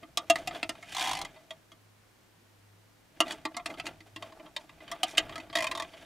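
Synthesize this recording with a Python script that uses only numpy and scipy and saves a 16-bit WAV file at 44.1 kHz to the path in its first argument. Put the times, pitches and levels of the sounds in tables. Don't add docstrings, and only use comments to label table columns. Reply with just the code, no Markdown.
import sys
import numpy as np
from scipy import signal
from scipy.fft import rfft, irfft, next_fast_len
from scipy.io import wavfile
from scipy.ndimage import uniform_filter1d, map_coordinates

SR = 44100
rng = np.random.default_rng(int(sys.argv[2]) if len(sys.argv) > 2 else 0)


def transcribe(u):
    v = np.clip(np.atleast_2d(u).T, -1, 1)
    q = np.round(v * 32767).astype(np.int16)
    wavfile.write(sys.argv[1], SR, q)


N = 266805


def amp(db):
    return 10 ** (np.asarray(db) / 20)


def unit(x):
    return x / np.sqrt(np.mean(x ** 2) + 1e-20)


def along(points, hz):
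    point_hz, values = np.transpose(points)
    return np.interp(np.log(hz + 1), np.log(point_hz + 1), values)


def curves(rows):
    s, *columns = np.transpose(rows)
    return [np.interp(np.arange(N) / SR, s, column) for column in columns]


def wobble(rate):
    knots = rng.standard_normal(int(N * rate / SR) + 4)
    return map_coordinates(knots, [np.arange(N) * rate / SR])


def filtered(x, response):
    n = x.shape[-1]
    m = next_fast_len(2 * n)
    return irfft(rfft(x, m) * response(np.fft.rfftfreq(m, 1 / SR)), m)[..., :n]


def stereo(mid, side):
    return np.array([mid + side, mid - side])


# pitch_hz, level_db (per Hz)
HISS_SPECTRUM = [(12, -64), (20, -21.5), (69, -18.5), (84, -26.5), (108, -10), (135, -16), (279, -15.5),
                 (391, -18), (705, -20.5), (1200, -23), (1680, -23), (15000, -38), (16300, -51)]
# pitch_hz, likeness (0 to 1)
HISS_LIKENESS = [(60, 0.86), (240, 0.1783), (950, 0.27), (3770, 0.28), (15000, 0.67)]
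HISS_DB = -63.5


def hiss():
    def response(hz):
        turn = np.arccos(np.clip(along(HISS_LIKENESS, hz), -1, 1)) / 2
        notch = 1 - .75 * np.exp(-((hz - 104) / 18) ** 2)
        return amp(along(HISS_SPECTRUM, hz)) * notch * [np.cos(turn), np.sin(turn)]
    mid, side = filtered(rng.standard_normal((2, N)), response)
    return amp(HISS_DB) * unit(stereo(mid, side))


# time_s, level_db (rms)
HUM_SWELLS = [(0.0, -69), (0.13, -78), (0.89, -67), (1.4, -78), (1.87, -63), (2.19, -73.5), (2.73, -61),
              (3.2, -76.5), (3.25, -86.5), (4.24, -58.5), (4.43, -87), (5.15, -93), (5.24, -59.5),
              (6.05, -90)]


def hum():
    db, = curves(HUM_SWELLS)
    hz = 103.8 + 1.2 * wobble(4)
    return np.sqrt(2) * amp(db) * np.sin(2 * np.pi * np.cumsum(hz) / SR)


# pitch_hz, t60_s
CABIN_DECAY = [(300, 0.14), (2000, 0.077), (10000, 0.028)]
# pitch_hz, level_db, likeness (left-right, 0 to 1)
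CABIN_ANSWER = [(300, -5, .93), (2000, -3, .94), (5000, 0.5, .8), (12000, 0.5, .7)]


def cabin(x, wet_db):
    hz, t, tail = signal.stft(rng.standard_normal((2, SR // 12)), SR, nperseg=128)
    at, db, alike = np.transpose(CABIN_ANSWER)
    turn = np.arccos(along(np.c_[at, alike], hz))[:, None] / 2
    tail_db = along(np.c_[at, db], hz)[:, None] - 60 * t / along(CABIN_DECAY, hz)[:, None]
    tail = tail * amp(tail_db) * [np.cos(turn), np.sin(turn)]
    mid, side = signal.istft(tail, SR, nperseg=128)[1]
    answer = stereo(mid, side) / np.linalg.norm(mid)
    late = np.pad(x, (60, 0))[None]
    wet = signal.fftconvolve(late, answer, axes=1)
    return x + amp(wet_db) * wet[:, :len(x)]


# start_s, end_s
SPOON_IN_CAN = [(0, 1.6), (3.2, 6.1)]
# rub_db, swish_db, boom_db
STIRRING = (-77, -77, -68.5)
# peak_s, span_s (swell or fade by about 17 dB; below 0.01 plays as 0.01),
# rub_db, swish_db, boom_db
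SCUFF_SWELLS = [(.03, -1.2, -63, -86, -53.5), (0.224, 0.04, -70, -85, -48), (0.388, 0.1, -51, -59, -46),
                (.55, 0.11, -50.5, -62, -46), (0.781, 0.03, -54.5, -73, -50), (.85, 0.66, -70, -67.5, -65),
                (1.032, 0.1239, -35, -42, -45.5), (1.12, 0.19, -49, -65, -52),
                (1.236, 0.15, -62, -82, -51.5), (3.3, 0.104, -48.5, -58.5, -44),
                (3.52, -0.45, -59.5, -79, -47), (3.7, 0.0662, -66, -68, -46.5),
                (3.79, 0.02, -48, -57, -46.5), (3.883, 0.0669, -56, -67, -45),
                (4.077, 0.02, -62.5, -68, -54.5), (4.258, 0.06, -58.5, -67, -47.5),
                (4.43, 0.18, -84, -87, -57.5), (4.62, 0.07, -66, -70, -57.5),
                (4.902, 0.2, -59.5, -82, -54.5), (5.075, .05, -49, -70, -67),
                (5.105, 0.04, -49.5, -50, -68), (5.216, 0.3, -54.5, -79, -46.5),
                (5.408, -0.14, -50, -63, -49), (5.68, 0.26, -75, -80, -47.5),
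                (5.85, -0.25, -49.5, -78, -50), (5.98, 0.33, -57.5, -66, -57.5)]
SCUFF_CREST = 0.19


def scuffing():
    t = np.arange(N) / SR
    inside = sum(1. * (t >= start) * (t < end) for start, end in SPOON_IN_CAN)
    gain = amp(np.reshape(STIRRING, (-1, 1))) * uniform_filter1d(inside, size=SR // 10)
    for peak, span, *db in SCUFF_SWELLS:
        distance = np.hypot((t - peak) / max(span, .01), SCUFF_CREST) - SCUFF_CREST
        gain = np.hypot(gain, amp(np.reshape(db, (-1, 1))) * amp(-20 * distance))
    return gain


# pitch_hz, level_db (per Hz)
RUMBLE_SPECTRUM = [(12, -31.5), (22, -3.5), (60, -5.5), (95, -3), (125, -5), (165, -2), (220, -16.5),
                   (300, -13), (420, -24), (880, -120)]
RUMBLE_DB, RUMBLE_REST_DB = -9.5, -78
RUMBLE_AVERAGE_S = .3


def rumble(boom_gain):
    smooth_boom = uniform_filter1d(boom_gain, int(RUMBLE_AVERAGE_S * SR))
    gain = amp(RUMBLE_DB) * smooth_boom + amp(RUMBLE_REST_DB)
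    lumps = amp(2.5 * wobble(12))
    shake, sway = filtered(rng.standard_normal((2, N)) * lumps, lambda f: amp(along(RUMBLE_SPECTRUM, f)))
    return gain * unit(stereo(shake, amp(-16) * sway))


def resonant(modes, blur):
    def response(f):
        total = 0
        for k, (centre, db, t60) in enumerate(modes):
            width = blur / t60
            total = total + (-1) ** k * amp(db) * 1j * f * width / (centre ** 2 - f * f + 1j * f * width)
        return total
    return response


# pitch_hz, level_db (relative), t60_s (before damping)
TIN_MODES = [(899.3, 0, 0.067), (1042, -1.5, 0.051), (1150.6, 1, 0.043), (1247, -4.5, 0.068),
             (1345, -7, 0.089), (1647, -2.5, 0.029), (1825, -4.5, 0.055), (1957, 0, 0.045),
             (2092, 1.5, 0.035), (2449, 3.5, 0.018), (2584, -5, 0.015), (2745, -5, 0.039), (3052, 1, 0.02),
             (3297, 2.5, 0.023), (3700, -1, 0.025), (3650, -28.5, .05), (4046, -8, 0.029),
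             (4120, -11, 0.044), (4508, -2.5, 0.027), (4460, -27, 0.069), (4900, -6.5, 0.019),
             (5000, -23, .04), (5570, -6, 0.013), (6360, -5, 0.045), (6800, 0, 0.052), (7280, -7, 0.065),
             (8040, -11.5, 0.087), (8440, -6.5, 0.0354), (7600, -20.5, 0.012), (9000, -19.5, 0.12)]
# pitch_hz, level_db (per Hz)
EDGE_SPECTRUM = [(880, -35.5), (1500, -7), (2000, -3), (2840, -9), (3540, -5), (4820, -14.5),
                 (10300, -23.5), (15200, -38), (16300, -39)]


def edge_response(f, tilt):
    return amp(along(EDGE_SPECTRUM, f)) * np.minimum(f / 5500, 1) ** tilt


def rubbing():
    rub_gain, swish_gain, boom_gain = scuffing()
    clumps = 2 * wobble(70)
    grains = lambda: rng.standard_normal(N) * amp(clumps + 3.1 * wobble(500))
    high = resonant([m for m in TIN_MODES if 1500 < m[0] < 4900], blur=5.4)
    hollow = [(305.0, 3.2, 0.098), (665, 5.7, 0.15)]
    low = resonant(hollow + [m for m in TIN_MODES if m[0] < 1500], blur=11.0)
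    rub = unit(filtered(grains(), lambda f: high(f) / (1 + (f / 3600) ** 4)))
    swish = unit(filtered(grains(), lambda f: edge_response(f, tilt=3)))
    boom = unit(filtered(grains(), low))
    scraped = rub_gain * rub + swish_gain * swish + boom_gain * boom
    return cabin(scraped, wet_db=-11) + rumble(boom_gain)


def ring(t, hz, db, t60, rise, hold, phase=0):
    col = lambda v: np.reshape(v, (-1, 1))
    free = (t ** 4 + hold ** 4) ** .25 - hold
    sines = amp(col(db) - 60 * free / col(t60)) * np.sin(2 * np.pi * col(hz) * t + col(phase))
    return sines.sum(0) * (1 - np.exp(-t / rise))


FOCUS_DB, FOCUS_GROWS, FOCUS_DB_PER_OCTAVE = 16, .3, 6.5


def wall_ring(t, db, wall_hz, low_hz, low_db, edge_db, hold, damping):
    hz, level, t60 = np.transpose(TIN_MODES)
    low, high = hz < 1500, hz > 4900
    focus_db = FOCUS_DB + FOCUS_GROWS * db + FOCUS_DB_PER_OCTAVE * np.log2(wall_hz / 2000)
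    off = np.log(np.where(low, low_hz, wall_hz) / hz)
    favour = np.where(low, 12, focus_db) * np.tanh((off / 0.11) ** 2)
    share = level - favour + 3.5 * rng.standard_normal(len(hz))
    pull = off * np.exp(-(off / 0.044) ** 2)
    loaded_hz = hz * np.exp(pull + 0.0074 * rng.standard_normal(len(hz)))
    for group, group_db in (low, low_db + 3.5), (high, edge_db - 8.0), (~low & ~high, -2):
        share[group] += group_db - 20 * np.log10(np.linalg.norm(amp(share[group])))
    life = t60 / np.where(low, damping ** .6, np.where(high, 1.3 * damping ** .4, damping))
    phase = 2 * np.pi * rng.random(len(hz))
    return ring(t, loaded_hz, share, life, 0.00019 + 0.17 * hold, 0.5 * hold, phase)


def air_column(t, hz, db, hold, damping):
    return ring(t, hz, db + 2.5, .045 / damping, 0.00047 + .3 * hold, 1.8 * hold)


def cup_holder(t, db, hold):
    return ring(t, [275, 315], db + np.array([-4, 2.5]), [.05, .07], 0.0068, 0.77 * hold)


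def edge_crack(t, db, hold, grit):
    fading = np.sqrt(t * t + (0.5 * hold) ** 2) - 0.27 * hold
    return amp(db + 5 - 60 * fading / 0.024) * (1 - np.exp(-t / (0.00012 + 0.064 * hold))) * grit


# time_s, air_hz (air column), low_hz (low wall centre)
CAN_TUNING = [(0, 690, 1154), (.3, 681, 1250), (.48, 719, 1250), (.7, 660, 1345), (.9, 723, 1270),
              (.96, 747, 986), (1.25, 805, 1016), (1.35, 640, 1172), (3.2, 690.5, 1216), (3.45, 662, 1060),
              (3.57, 707, 1125), (3.68, 660, 1190), (3.86, 747, 1370), (4.16, 657, 1090), (4.6, 610, 1000),
              (4.92, 684, 1200), (5.03, 723, 1220), (5.18, 657, 1195), (5.4, 685, 1320), (5.6, 654, 1016),
              (5.9, 645, 1116)]
# edge_db, air_db, low_db (low wall), holder_db; contact_s, damping (factor)
KNOCK_LIST = [(0.0307, -37.5, 3140, -26, -15, -10, -7.5, 0.018, 4.9),
              (0.173, -17.5, 3305, -8.5, -14.5, -14.5, -18.5, 0.0011, 0.44),
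              (.2987, -12.5, 2750, -8.5, -1.5, -16, -16, 0.0077, 0.83),
              (0.357, -15.5, 1805, -19, -16, -18, -20, 0.0017, 2.9),
              (.3844, -35.5, 2460, -15, 1, -30, -12, .0068, 2.5),
              (0.4735, -25, 2520, -8.5, -5, -16.5, -13, 0.004, 0.9),
              (.5087, -34.5, 2020, -29, -5.5, -10, -28, 0.0054, 1.3),
              (0.5476, -33, 3360, -17, -12, -11.5, -27, 0.0055, 0.87),
              (.629, -16, 2630, -23, -14, -20, -14, 0.0025, 1.8),
              (0.6921, -22.5, 2800, -11.5, -10, -16.5, -10.5, .0031, 1.16),
              (.7517, -44.5, 2150, -27, -11, -7, -16, 0.0062, .72),
              (.825, -36, 2140, -14.5, -15, -17, -19, 0.0087, 0.94),
              (1.3578, -50, 2030, -18, -4.5, -4, -15, .013, 0.3),
              (1.506, -28, 3510, -18, -12.5, -16, -25, 0.0078, 1.4),
              (1.7177, -44, 3360, -12.5, -12.5, -9, -14, 0.0056, 0.99),
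              (3.2034, -9, 2810, -14, -12, -15, -13.5, 0.0019, 1.08),
              (3.2665, -44, 1940, -24, 8, -6, -7, 0.0033, 1.6),
              (3.2804, -33, 1910, -15, -6, -25, -12, 0.0031, 1.3),
              (3.3079, -22, 1730, -17.5, -29, -19, -26, 0.0042, 2.1),
              (3.3187, -34.5, 3000, -1.5, -10, -10, -6.5, 0.012, 0.71),
              (3.4519, -22, 2300, -18, -13.5, -6.5, -6.5, 0.0062, 1.16),
              (3.5434, -39.5, 2000, -28, -11, -9, -5, 0.011, 0.86),
              (3.567, -30, 1866, -6, -6.5, -3.5, -6, 0.0021, 0.63),
              (3.5964, -38.5, 2030, -34, -2.5, -2, -17, 0.0029, 0.86),
              (3.6584, -24, 2690, -8.5, -15, -10, -17, 0.009, 1.5),
              (3.699, -34.5, 2230, -19, -27, -14, -7, 0.014, .94),
              (3.74, -39, 3000, -21.5, -16, -9, -9, 0.0046, 1.1),
              (3.7733, -40, 2230, -26, -12, -24, -3, .0077, 1.5),
              (3.7978, -21.5, 2710, -23, -18, -19.5, -26, 0.0051, 2.2),
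              (3.8548, -33.5, 2670, -12, -25, -16, -16, 0.0069, 1.1),
              (3.8658, -24.5, 2770, -13, -28, -16, -18, 0.0039, 0.77),
              (4.0044, -39.5, 2100, -21, -24, -22, -9, 0.0054, 1.5),
              (4.1609, -29, 2990, -18, -21.5, -14.5, -8, 0.0031, 1.1),
              (4.2238, -29.5, 3060, -20.5, -11.5, -7.5, -27, 0.0042, 1.5),
              (4.3208, -42, 2080, -19.5, -11, -7.5, -8, 0.0078, 1.4),
              (4.3961, -41.5, 2370, -28, -5, -11, -6, 0.015, 1.7),
              (4.4593, -44.5, 3150, -24, -14, -6, -7, 0.014, 1.2),
              (4.5632, -20.5, 3655, -16.5, -18.5, -18.5, -37, 0.0075, 1.6),
              (4.6933, -41, 2060, -21, -29, -10, -14, .006, 1.4),
              (4.8034, -44.5, 2070, -25, -13, -10, -8, 0.013, 2),
              (4.8783, -36.5, 3080, -21, -18, -14, -20, .0046, 0.92),
              (4.9145, -29.5, 1760, -5, -11, -3.5, -17, 0.0089, 0.54),
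              (5.0316, -11, 2840, -13.5, -11.5, -22, -23, 0.0047, 3),
              (5.149, -37.5, 2400, -24, -16, -16, -23, 0.0043, 1.2),
              (5.1714, -18.5, 2600, -5, -33, -29, -46, 0.024, .59),
              (5.1796, -4.5, 2893, -20, -23.5, -26, -27.5, 0.0042, 2.25),
              (5.2935, -32, 2150, -20, -10.5, -11.5, -23, 0.005, 1.8),
              (5.3226, -37, 2100, -19, -18, -9, -21, .0074, 0.66),
              (5.3564, -27.5, 2250, -15.5, -12.5, -9.5, -21, 0.0032, 1.2),
              (5.3792, -32.5, 2015, -15, -11, -11, -4, 0.0038, 1.1),
              (5.399, -37, 2540, -16.5, -11, -14, -23, 0.009, 1.1),
              (5.4986, -34.5, 2130, -36, -34, -17, -12, 0.0045, 2.2),
              (5.5278, -33, 3250, -19, -13, -13, -36, 0.0085, 0.63),
              (5.9349, -41, 3070, -38, -7, -9, -18, .0091, 1.4)]
RATTLE_DB, RATTLE_HZ = 2, 500


def contacts():
    out, t = np.zeros((2, N + SR)), np.arange(SR // 11) / SR
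    air_hz, low_hz = curves(CAN_TUNING)
    chatter = unit(amp(RATTLE_DB * np.pad(wobble(RATTLE_HZ), (0, SR))))
    grit = unit(filtered(rng.standard_normal(N + SR), lambda f: edge_response(f, tilt=2.11)))
    for s, db, wall_hz, edge_db, air_db, low_db, holder_db, hold, damping in KNOCK_LIST + rib_ticks():
        hold, damping, k = max(hold, 1e-4), max(damping, .3), round(s * SR)
        here = slice(k, k + len(t))
        wall = wall_ring(t, db, wall_hz, low_hz[k], low_db, edge_db, hold, damping)
        rattled = wall * chatter[here]
        wall = rattled * np.linalg.norm(wall) / np.linalg.norm(rattled)
        air = air_column(t, air_hz[k], air_db, hold, damping)
        holder = cup_holder(t, holder_db, hold)
        crack = edge_crack(t, edge_db, hold, grit[here])
        blow = wall + air + holder + crack
        heard = cabin(blow, wet_db=-4.0)
        out[:, here] += amp(db) * heard * np.linalg.norm(blow) / np.linalg.norm(heard.mean(0))
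    return out[:, :N]


# time_s, ribs_passed (count)
RIB_CLIMBS = [
    [(.9477, 0), (.9662, 1), (1.0234, 5), (1.0724, 8), (1.1323, 11), (1.1887, 14), (1.2146, 15),
     (1.2476, 16)],
    [(5.5533, 0), (5.5854, 2), (5.6416, 5), (5.6674, 6), (5.7124, 7), (5.7505, 8), (5.8215, 11)],
]
# time_s, level_db (before scatter), wall_hz (ring centre), air_db, low_db
CLIMB_PRESSURE = [(.948, -28.5, 4100, -10.5, -9, 0.17, 2.3), (.966, -24.5, 3470, -13, -5.5, .35, 2.5),
                  (1.0, -25.5, 3630, -12, -13.5, .3, .9), (1.07, -26.5, 3270, -6.5, -5.5, 0.28, .9),
                  (1.13, -23, 3310, -11, -7.5, 0.078, 2.8), (1.15, -28, 2000, -9, -12, 0.16, 1.5),
                  (1.19, -28, 2030, -7.5, -10.5, 0.15, 0.89), (1.216, -27.5, 3500, -10, -12, 0.062, 1.4),
                  (1.249, -31, 2040, -17, -12.5, 0.31, 1.4), (5.55, -18, 1860, -11, -15, 0.36, 1.5),
                  (5.579, -22, 1936, -8, -15, 0.39, .8), (5.615, -23, 2060, -7.5, -15, 0.41, 1.4),
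                  (5.65, -22.5, 2460, -13, -8, 0.2, .7), (5.715, -22, 2456, -24, -12, 0.22, 1),
                  (5.75, -27, 3680, -16.5, -6.5, 0.28, 1.3), (5.83, -28, 3680, -9.5, -8, 0.27, 1.1)]
# edge_db, holder_db
CLIMB_TICKS = [(-10.5, -46), (-13, -20.5)]
TICK_SCATTER_DB = 1


def rib_ticks():
    rows = []
    at, *press = np.transpose(CLIMB_PRESSURE)
    for climb, (edge_db, holder_db) in zip(RIB_CLIMBS, CLIMB_TICKS):
        s, ribs = np.transpose(climb)
        times = np.interp(np.arange(ribs[-1] + 1), ribs, s)
        for when, gap in zip(times, np.gradient(times)):
            db, wall_hz, air_db, low_db, lean, damping = (np.interp(when, at, c) for c in press)
            db += TICK_SCATTER_DB * rng.standard_normal()
            rows.append((when, db, wall_hz, edge_db, air_db, low_db, holder_db, lean * gap, damping))
    return rows


# pitch_hz, balance_db (left minus right)
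CAN_BALANCE = [(60, .3), (500, .6), (1200, -.5), (4000, -.8), (12000, -.1)]


def scene():
    can = contacts() + rubbing()
    can = filtered(can, lambda hz: amp(along(CAN_BALANCE, hz) * np.array([[.5], [-.5]])))
    return can + hum() + hiss()


TOP_HZ = 16000


def record(dry):
    return filtered(dry, lambda hz: np.clip((TOP_HZ + 400 - hz) / 800, 0, 1) ** 2)


dry = scene()
out = record(dry)
transcribe(out)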